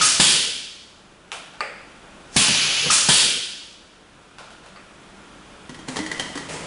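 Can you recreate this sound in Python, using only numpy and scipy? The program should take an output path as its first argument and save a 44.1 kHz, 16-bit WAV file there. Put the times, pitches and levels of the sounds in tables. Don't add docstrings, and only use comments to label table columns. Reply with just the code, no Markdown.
import sys
import numpy as np
from scipy import signal
from scipy.fft import rfft, irfft, next_fast_len
from scipy.io import wavfile
from scipy.ndimage import map_coordinates

SR = 44100
rng = np.random.default_rng(int(sys.argv[2]) if len(sys.argv) > 2 else 0)


def materialize(psi):
    bounded = np.clip(np.atleast_2d(psi).T, -1, 1)
    quanta = np.round(bounded * 32767).astype(np.int16)
    wavfile.write(sys.argv[1], SR, quanta)


N = 293706
TIME = np.arange(N) / SR
AGE = np.arange(SR) / SR

CYCLE_STARTS = [-0.5274, 2.3619]
# f/Hz, level/dB
STROKE_COLOUR = [(100, -20), (250, -13.5), (550, -14), (1050, -15.5), (1300, -9), (2000, -9), (2500, -0.5),
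                 (3100, -1.5), (3700, -3.5), (4400, -3.5), (6500, -6), (8300, -17.5), (10300, -11)]
PUFF_COLOUR = [(100, -17), (250, -11), (480, -15), (1000, -11), (1300, -5.5), (1600, -3), (2050, -10),
               (2600, -4), (3800, -5), (5500, 1.5), (7000, 0), (10500, -8)]
RETURN_COLOUR = [(100, -25), (290, -13.5), (480, -12.5), (700, -20.5), (1080, -35), (1350, -11),
                 (2100, -9.5), (2700, -3.5), (3250, 3), (4200, -4), (4800, -2), (6200, -8), (10500, -18.5)]
# f/Hz, level/dB
FIZZ_COLOUR = [(200, -37), (1000, -16), (2800, -22), (4500, -8), (6000, -9.5), (7200, -3.5), (8200, -4),
               (9400, -1.5), (10500, -6)]
ROAR_COLOUR = [(60, -21), (160, -11), (650, -6.5), (950, 4.5), (1250, 0), (1800, 6.5), (3000, -18.5)]
# f/Hz, width/Hz, level/dB
SILENCER_PEAKS = [(3270, 1120, 3.5), (4390, 220, 6), (4500, 140, 3)]
# f/Hz, level/dB
STEEL_TONES = [(2326, -39), (2611, -37), (2783, -48), (2955, -36), (3128, -36.5), (3332, -51), (3456, -39),
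               (3596, -47), (3795, -41), (4436, -45), (4807, -46)]
# f/Hz, level/dB, t60/s
PORT_MODES = [(1257, -8.5, .2), (1394, -11.5, 0.11)]

# t/s into the cycle, thump level/dB, clank level/dB
PISTON_HITS = [(0.0, -6.5, -16), (0.121, -12.5, -9.5), (0.185, -24.5, -13), (0.497, -14.5, -20),
               (0.536, -30, -15), (0.725, -4.5, -2.5), (0.87, -19, -24)]
# f/Hz, level/dB, t60/s
BENCH_MODES = [(82, -16, 0.047), (141.5, 4.5, 0.13), (187, 4, 0.11), (200.5, 1, 0.2), (249, -4.5, 0.1),
               (310, -28, 0.054)]
CYLINDER_MODES = [(595, -11.5, 0.23), (790, -4.5, 0.066), (955, 4.5, 0.026), (1160, -13, 0.034),
                  (1490, -6, 0.027), (1740, -4, 0.15), (2850, -10, 0.044), (5030, 5, 0.035)]
JOLT_MODES = [(221, -0.37, 0.034), (897, -1.6, 0.012)]
# f/Hz, level/dB
SHUDDER_COLOUR = [(25, -23), (75, -10), (150, -1.5), (260, -4), (450, -13.5), (1200, -12.5),
                  (3000, -50.5)]
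# t/s into the cycle, level/dB, half-length/s
SEAL_GROANS = [(0.5, -27.5, 0.03), (0.896, -30, 0.046), (1.004, -30.5, 0.031)]
# f/Hz, width/Hz, level/dB
SEAL_PEAKS = [(484, 52, 19), (224, 160, -2)]
DRONE_PEAKS = [(141, 11, 2), (170, 14, -6), (116, 12, -10)]

# t/s, level/dB, snap trim/dB
BOTTLE_CLICKS = [(1.318, -20.5, 1), (1.536, -33.5, -8), (4.3842, -25.5, -5), (4.442, -34.5, -16),
                 (4.505, -35.5, -1.5), (4.637, -36, -16), (4.662, -34.5, -2)]
# t/s, level/dB
BOTTLE_SETDOWNS = [(1.6066, -10), (4.7611, -32), (4.772, -35)]
# f/Hz, level/dB
CLICK_COLOUR = [(200, -31), (380, -7.5), (680, 2), (850, 1), (1050, 1.5), (1200, -4), (1400, 4),
                (1950, -10), (3000, -10), (5000, -12), (10500, -25)]
SNAP_COLOUR = [(400, -16), (1300, -4), (2000, -5), (2400, 2), (3300, 0.5), (4500, -9), (10000, -10)]
PAN_COLOUR = [(250, -42), (430, -2), (560, 3.5), (690, -4.5), (850, -3), (1020, -14), (1250, 1), (1550, -3),
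              (1900, 0), (2600, -3), (3100, -16), (4000, -22), (4800, -9.5), (5700, -31), (8200, -20),
              (10000, -33)]
# f/Hz, level/dB, t60/s
PAN_MODES = [(483, -18, .08), (857, -2.5, 0.093), (1215, 6.5, 0.083), (1820, -13, .04), (2530, -11, .04),
             (4530, 3, 0.026), (8000, -16, .02)]

# t/s, level/dB, carton trim/dB, low ring trim/dB, high ring trim/dB
PART_KNOCKS = [(5.693, -26.5, -5, -19, -20), (5.744, -29, -12, -11, -13), (5.79, -32, -1, -17, -10),
               (5.884, -18, -8.5, -27, -18), (5.959, -19, -12, -8, -17), (5.967, -14.5, -15.5, -10, -16),
               (5.989, -19.5, -2, -3, -16), (6.063, -22.5, -25, -2, -10), (6.115, -17.5, -25, -2, -12),
               (6.196, -13, -17, -11.5, -7), (6.354, -21.5, -6.5, -21, -22), (6.375, -19.5, -20, -9, -22)]
# t/s, level/dB, hold/s
PART_SLIDES = [(5.871, -34, .1), (6.159, -35, 0.026), (6.345, -39.5, 0.036), (6.483, -29.5, 0.041)]
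# f/Hz, level/dB
CRACK_COLOUR = [(150, -28), (420, 1), (700, -3.5), (900, 0), (1300, -6), (1900, 0), (2550, -12.5),
                (3200, -7.5), (4400, -7), (6500, -9), (10500, -14.5)]
RUSTLE_COLOUR = [(70, -14), (150, 10), (260, -1.5), (500, 3), (1000, 0.5), (1500, -8), (1950, -1.5),
                 (2600, -4.5), (4000, -10), (8000, -9), (10500, -15)]
# f/Hz, level/dB, t60/s
CARTON_MODES = [(181, -5, 0.076), (269, 0, 0.074), (321, -1, 0.068), (510, -14, 0.029), (925, -4, 0.021)]
PART_LOW_MODES = [(1845, -9.5, 0.072), (1937, 5, 0.047)]
PART_HIGH_MODES = [(2860, -4.5, 0.044), (3167, 3, 0.05), (4410, -13, 0.072)]

# f/Hz, level/dB
VENT_COLOUR = [(10, -23), (22, 0), (70, -1.5), (100, -5), (135, -0.5), (200, -2.5), (330, 0), (430, -3),
               (650, -5), (1450, -6), (2000, -11), (3300, -11), (4200, -17), (10500, -23)]
# f/Hz, width/Hz, level/dB
DUCT_PEAKS = [(193, 18, 5.5), (575, 4.9, 1.5), (1370, 96, -4.5), (2440, 66, -9)]
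# f/Hz, t60/s
ROOM_DECAY = [(150, 1), (500, 0.73), (1400, 0.83), (3500, 1), (10000, 0.64)]
# f/Hz, level/dB
SIDE_EQ = [(40, -21), (85, -16), (170, -29), (330, -17.5), (650, -19.5), (1400, -20), (2800, -32),
           (5500, -22), (10000, -17.5)]

STROKE_AT_S, PUFF_AT_S, RETURN_AT_S = 0.0016, 0.539, 0.727
STROKE_HISS = dict(db=-7.5, rise_s=0.0027, hold_s=0.87, sag_db_per_s=13, fall_db_per_s=65)
STROKE_FIZZ = dict(db=-9.5, rise_s=0.0015, hold_s=0.066, sag_db_per_s=12, fall_db_per_s=86)
PUFF_HISS = dict(db=-8, rise_s=0.0063, hold_s=0.069, sag_db_per_s=2, fall_db_per_s=56)
PUFF_FIZZ = dict(db=-7, rise_s=0.046, hold_s=0.05, sag_db_per_s=6, fall_db_per_s=121.5)
PUFF_HOWL = dict(db=-12, rise_s=0.0018, hold_s=0.028, sag_db_per_s=280, fall_db_per_s=101)
RETURN_HISS = dict(db=-3.5, rise_s=0.0012, hold_s=0.13, sag_db_per_s=6, fall_db_per_s=62)
RETURN_FIZZ = dict(db=-4, rise_s=0.0012, hold_s=0.14, sag_db_per_s=28, fall_db_per_s=94)
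BENCH_SHAKE = dict(db=-15, rise_s=0.006, hold_s=0.085, sag_db_per_s=242, fall_db_per_s=14)
TOP_HZ = 10560


def working_stroke():
    leak_db, swell_db_per_s = -23.5, 483
    waits = [start + STROKE_AT_S - TIME for start in CYCLE_STARTS]
    leak = sum(amp(leak_db - swell_db_per_s * np.abs(wait)) * (wait > 0) for wait in waits)
    air = air_jet(STROKE_AT_S, STROKE_HISS, STROKE_FIZZ, STROKE_COLOUR, roar_db=-2.5, silencer_db=-10.5)
    return leak * noise(PUFF_COLOUR) + air


def pilot_puff():
    out = air_jet(PUFF_AT_S, PUFF_HISS, PUFF_FIZZ, PUFF_COLOUR, roar_db=-21, silencer_db=-12)
    out += valve_flow(PUFF_AT_S, PUFF_HOWL) * resonant_noise([(1274, 57, 0)])
    for start in CYCLE_STARTS:
        add(out, start + PUFF_AT_S, amp(-10) * ring(PORT_MODES))
    return out


def return_blast():
    return air_jet(RETURN_AT_S, RETURN_HISS, RETURN_FIZZ, RETURN_COLOUR, roar_db=-6, silencer_db=-8)


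def air_jet(at_s, hiss_shape, fizz_shape, colour, roar_db, silencer_db):
    hiss_flow, fizz_flow = valve_flow(at_s, hiss_shape), valve_flow(at_s, fizz_shape)
    steel = amp(-12) * resonant_noise([(hz, 10, db) for hz, db in STEEL_TONES])
    hiss = noise(colour) + amp(silencer_db) * resonant_noise(SILENCER_PEAKS) + steel
    roar = amp(roar_db) * fizz_flow ** 1.89 * noise(ROAR_COLOUR)
    air = hiss_flow * hiss + fizz_flow * noise(FIZZ_COLOUR) + roar
    return steel_reflections(air, echo_db=-8) * amp(0.16 * wobble(120))


def valve_flow(at_s, shape):
    return sum(envelope(start + at_s, **shape) for start in CYCLE_STARTS)


def piston_clunks():
    out = np.zeros(N)
    for start in CYCLE_STARTS:
        for s, thump_db, clank_db in PISTON_HITS:
            jolt = amp(-1) * ring(JOLT_MODES)
            shudder = amp(-8.5) * knock(SHUDDER_COLOUR, t60=0.18, rise_s=0.0028, wet_db=2)
            bench = amp(-2.5) * ring(BENCH_MODES, detune=0.017)
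            clank = in_room(ring(CYLINDER_MODES, detune=0.0034), wet_db=-10)
            add(out, start + s, amp(thump_db) * (jolt + bench + shudder) + amp(clank_db) * clank)
    return out


def seal_groans():
    rub = sum(amp(db) * np.exp(-((TIME - start - s) / half_length) ** 2)
              for start in CYCLE_STARTS for s, db, half_length in SEAL_GROANS)
    return rub * resonant_noise(SEAL_PEAKS)


def bottles():
    out = np.zeros(N)
    for s, db, snap_db in BOTTLE_CLICKS:
        body = knock(CLICK_COLOUR, t60=0.031, rise_s=0.00025, wet_db=8.5)
        snap = amp(6) * knock(SNAP_COLOUR, t60=0.012, rise_s=0.0001, wet_db=4.5)
        add(out, s, amp(db) * (body + amp(snap_db) * snap))
    for s, db in BOTTLE_SETDOWNS:
        clack = amp(-2) * knock(PAN_COLOUR, t60=0.039, rise_s=0.0001, wet_db=5)
        pan = amp(-0.5) * in_room(ring(PAN_MODES), wet_db=-15)
        add(out, s, amp(db) * (clack + pan))
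    return out


def knocking_parts():
    rebound_s, rebound_loss_db = 0.009, 7
    out = np.zeros(N)
    for s, db, carton_db, low_db, high_db in PART_KNOCKS:
        crack = knock(CRACK_COLOUR, t60=0.031, rise_s=0.0011, wet_db=-1.5)
        part = amp(low_db) * ring(PART_LOW_MODES, detune=0.018)
        part += amp(high_db) * ring(PART_HIGH_MODES, detune=0.013)
        carton = amp(carton_db + 5) * ring(CARTON_MODES, detune=0.09)
        contact = crack + in_room(part, wet_db=-2.5) + in_room(carton, wet_db=-3)
        for bounce, jitter in enumerate(rng.uniform(0.75, 1.25, size=3)):
            add(out, s + bounce * rebound_s * jitter, amp(db - bounce * rebound_loss_db) * contact)
    return out


def sliding_parts():
    power = sum(envelope(s, db, rise_s=0.013, hold_s=hold, sag_db_per_s=10, fall_db_per_s=44) ** 2
                for s, db, hold in PART_SLIDES)
    return np.sqrt(power) * amp(0.53 * wobble(150)) * noise(RUSTLE_COLOUR)


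def bench_drone():
    release_s = 0.06
    shake = np.zeros(N)
    for start in CYCLE_STARTS:
        since_return = np.maximum(TIME - start - RETURN_AT_S, 0)
        shake += envelope(start + STROKE_AT_S, **BENCH_SHAKE) * np.exp(-since_return / release_s)
    return shake * resonant_noise(DRONE_PEAKS)


def ventilation():
    level_db = -40 + 0.45 * wobble(2.6)
    return amp(level_db) * (noise(VENT_COLOUR) + amp(-9.5) * resonant_noise(DUCT_PEAKS))


def steel_reflections(x, echo_db):
    echoes = rng.standard_normal(SR) * decay(0.14) * (AGE > 0.002)
    reflected = signal.fftconvolve(x, echoes / np.linalg.norm(echoes))[:N]
    return (x + amp(echo_db) * reflected) / np.sqrt(1 + amp(echo_db) ** 2)


def in_room(x, wet_db):
    return x + amp(wet_db) * signal.fftconvolve(x, room_tail(rng.standard_normal(SR)))[:SR]


def room_tail(hiss):
    hz, t, spectrum = signal.stft(hiss, SR, nperseg=256)
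    fade = np.exp(-np.log(1000) * t / curve_at(ROOM_DECAY, hz)[:, None])
    tail = signal.istft(spectrum * fade, SR, nperseg=256)[1][:SR]
    early_lift = 1 + 0.74 * decay(0.36)
    tail = tail * np.clip(AGE / 0.01, 0, 1) * early_lift
    return tail / np.linalg.norm(tail)


def knock(colour, t60, rise_s, wet_db):
    direct = decay(t60) * (1 - np.exp(-AGE / rise_s)) * noise(colour, size=SR)
    return direct + amp(wet_db) * np.linalg.norm(direct) * room_tail(noise(colour, size=SR))


def ring(modes, detune=0.0):
    out = np.zeros(SR)
    for k, (hz, db, t60) in enumerate(modes):
        strength = (-1) ** k * amp(db + rng.normal())
        pitch_hz = hz * (1 + detune * rng.normal())
        out += strength * decay(t60) * np.sin(2 * np.pi * pitch_hz * AGE)
    return out / np.sqrt(sum(amp(db) ** 2 for _, db, _ in modes) / 2)


def noise(colour, size=N):
    white = rng.standard_normal(size)
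    return unit_rms(filtered(white, lambda hz: amp(curve_at(colour, hz)) * (hz < TOP_HZ)))


def resonant_noise(peaks):
    def response(f):
        return np.sqrt(sum(amp(db) ** 2 / (1 + ((f - hz) / width) ** 2) ** 2 for hz, width, db in peaks))
    return unit_rms(filtered(rng.standard_normal(N), response))


def envelope(start_s, db, rise_s, hold_s, sag_db_per_s, fall_db_per_s):
    age = np.maximum(TIME - start_s, 0)
    loss_db = sag_db_per_s * np.minimum(age, hold_s) + fall_db_per_s * np.maximum(age - hold_s, 0)
    return np.minimum(age / rise_s, 1) * amp(db - loss_db)


def decay(t60):
    return np.exp(-np.log(1000) * AGE / t60)


def wobble(rate):
    return map_coordinates(rng.standard_normal(int(N * rate / SR) + 4), [TIME * rate])


def filtered(x, response):
    size = next_fast_len(len(x) + SR // 4)
    return irfft(rfft(x, size) * response(np.fft.rfftfreq(size, 1 / SR)), size)[:len(x)]


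def curve_at(points, hz):
    freqs, values = np.transpose(points)
    return np.interp(np.log(hz + 1), np.log(freqs + 1), values)


def amp(db):
    return 10 ** (np.asarray(db) / 20)


def unit_rms(x):
    return x / np.sqrt(np.mean(x ** 2) + 1e-20)


def add(track, s, x):
    start = round(s * SR)
    x = x[max(-start, 0):]
    part = track[max(start, 0):][:len(x)]
    part += x[:len(part)]


def gain_control(x):
    threshold_db, duck_per_db, attack_s, recovery_db_per_s = -18.5, 0.73, 0.0088, 3.5
    opening_duck_db = 8.5
    pole = np.exp(-1 / (attack_s * SR))
    power = signal.lfilter([1 - pole], [1, -pole], np.mean(x ** 2, axis=0))
    needed_db = duck_per_db * np.maximum(10 * np.log10(power + 1e-20) - threshold_db, 0)
    recovered_db = recovery_db_per_s * TIME
    duck_db = np.maximum.accumulate(np.maximum(needed_db + recovered_db, opening_duck_db)) - recovered_db
    return x * amp(-duck_db)


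def scene():
    air = working_stroke() + pilot_puff() + return_blast()
    blows = seal_groans() + piston_clunks()
    handling = bottles() + knocking_parts() + sliding_parts()
    width_send = air + amp(6.5) * blows + amp(-5.5) * handling
    scatter = rng.standard_normal(SR) * decay(0.039)
    side = signal.fftconvolve(width_send, scatter / np.linalg.norm(scatter))[:N]
    side = filtered(side, lambda hz: amp(curve_at(SIDE_EQ, hz)))
    mid = air + blows + handling + ventilation() + bench_drone()
    return np.array([mid + side, mid - side])


def record(dry):
    ceiling, edge_hz = 0.9, 120
    ridden = gain_control(dry)
    rounded = ridden / (1 + np.abs(ridden / ceiling) ** 6) ** (1 / 6)
    return np.array([filtered(channel, lambda hz: np.clip((TOP_HZ - hz) / edge_hz + 0.5, 0, 1))
                     for channel in rounded])


dry = scene()
out = record(dry)
materialize(out)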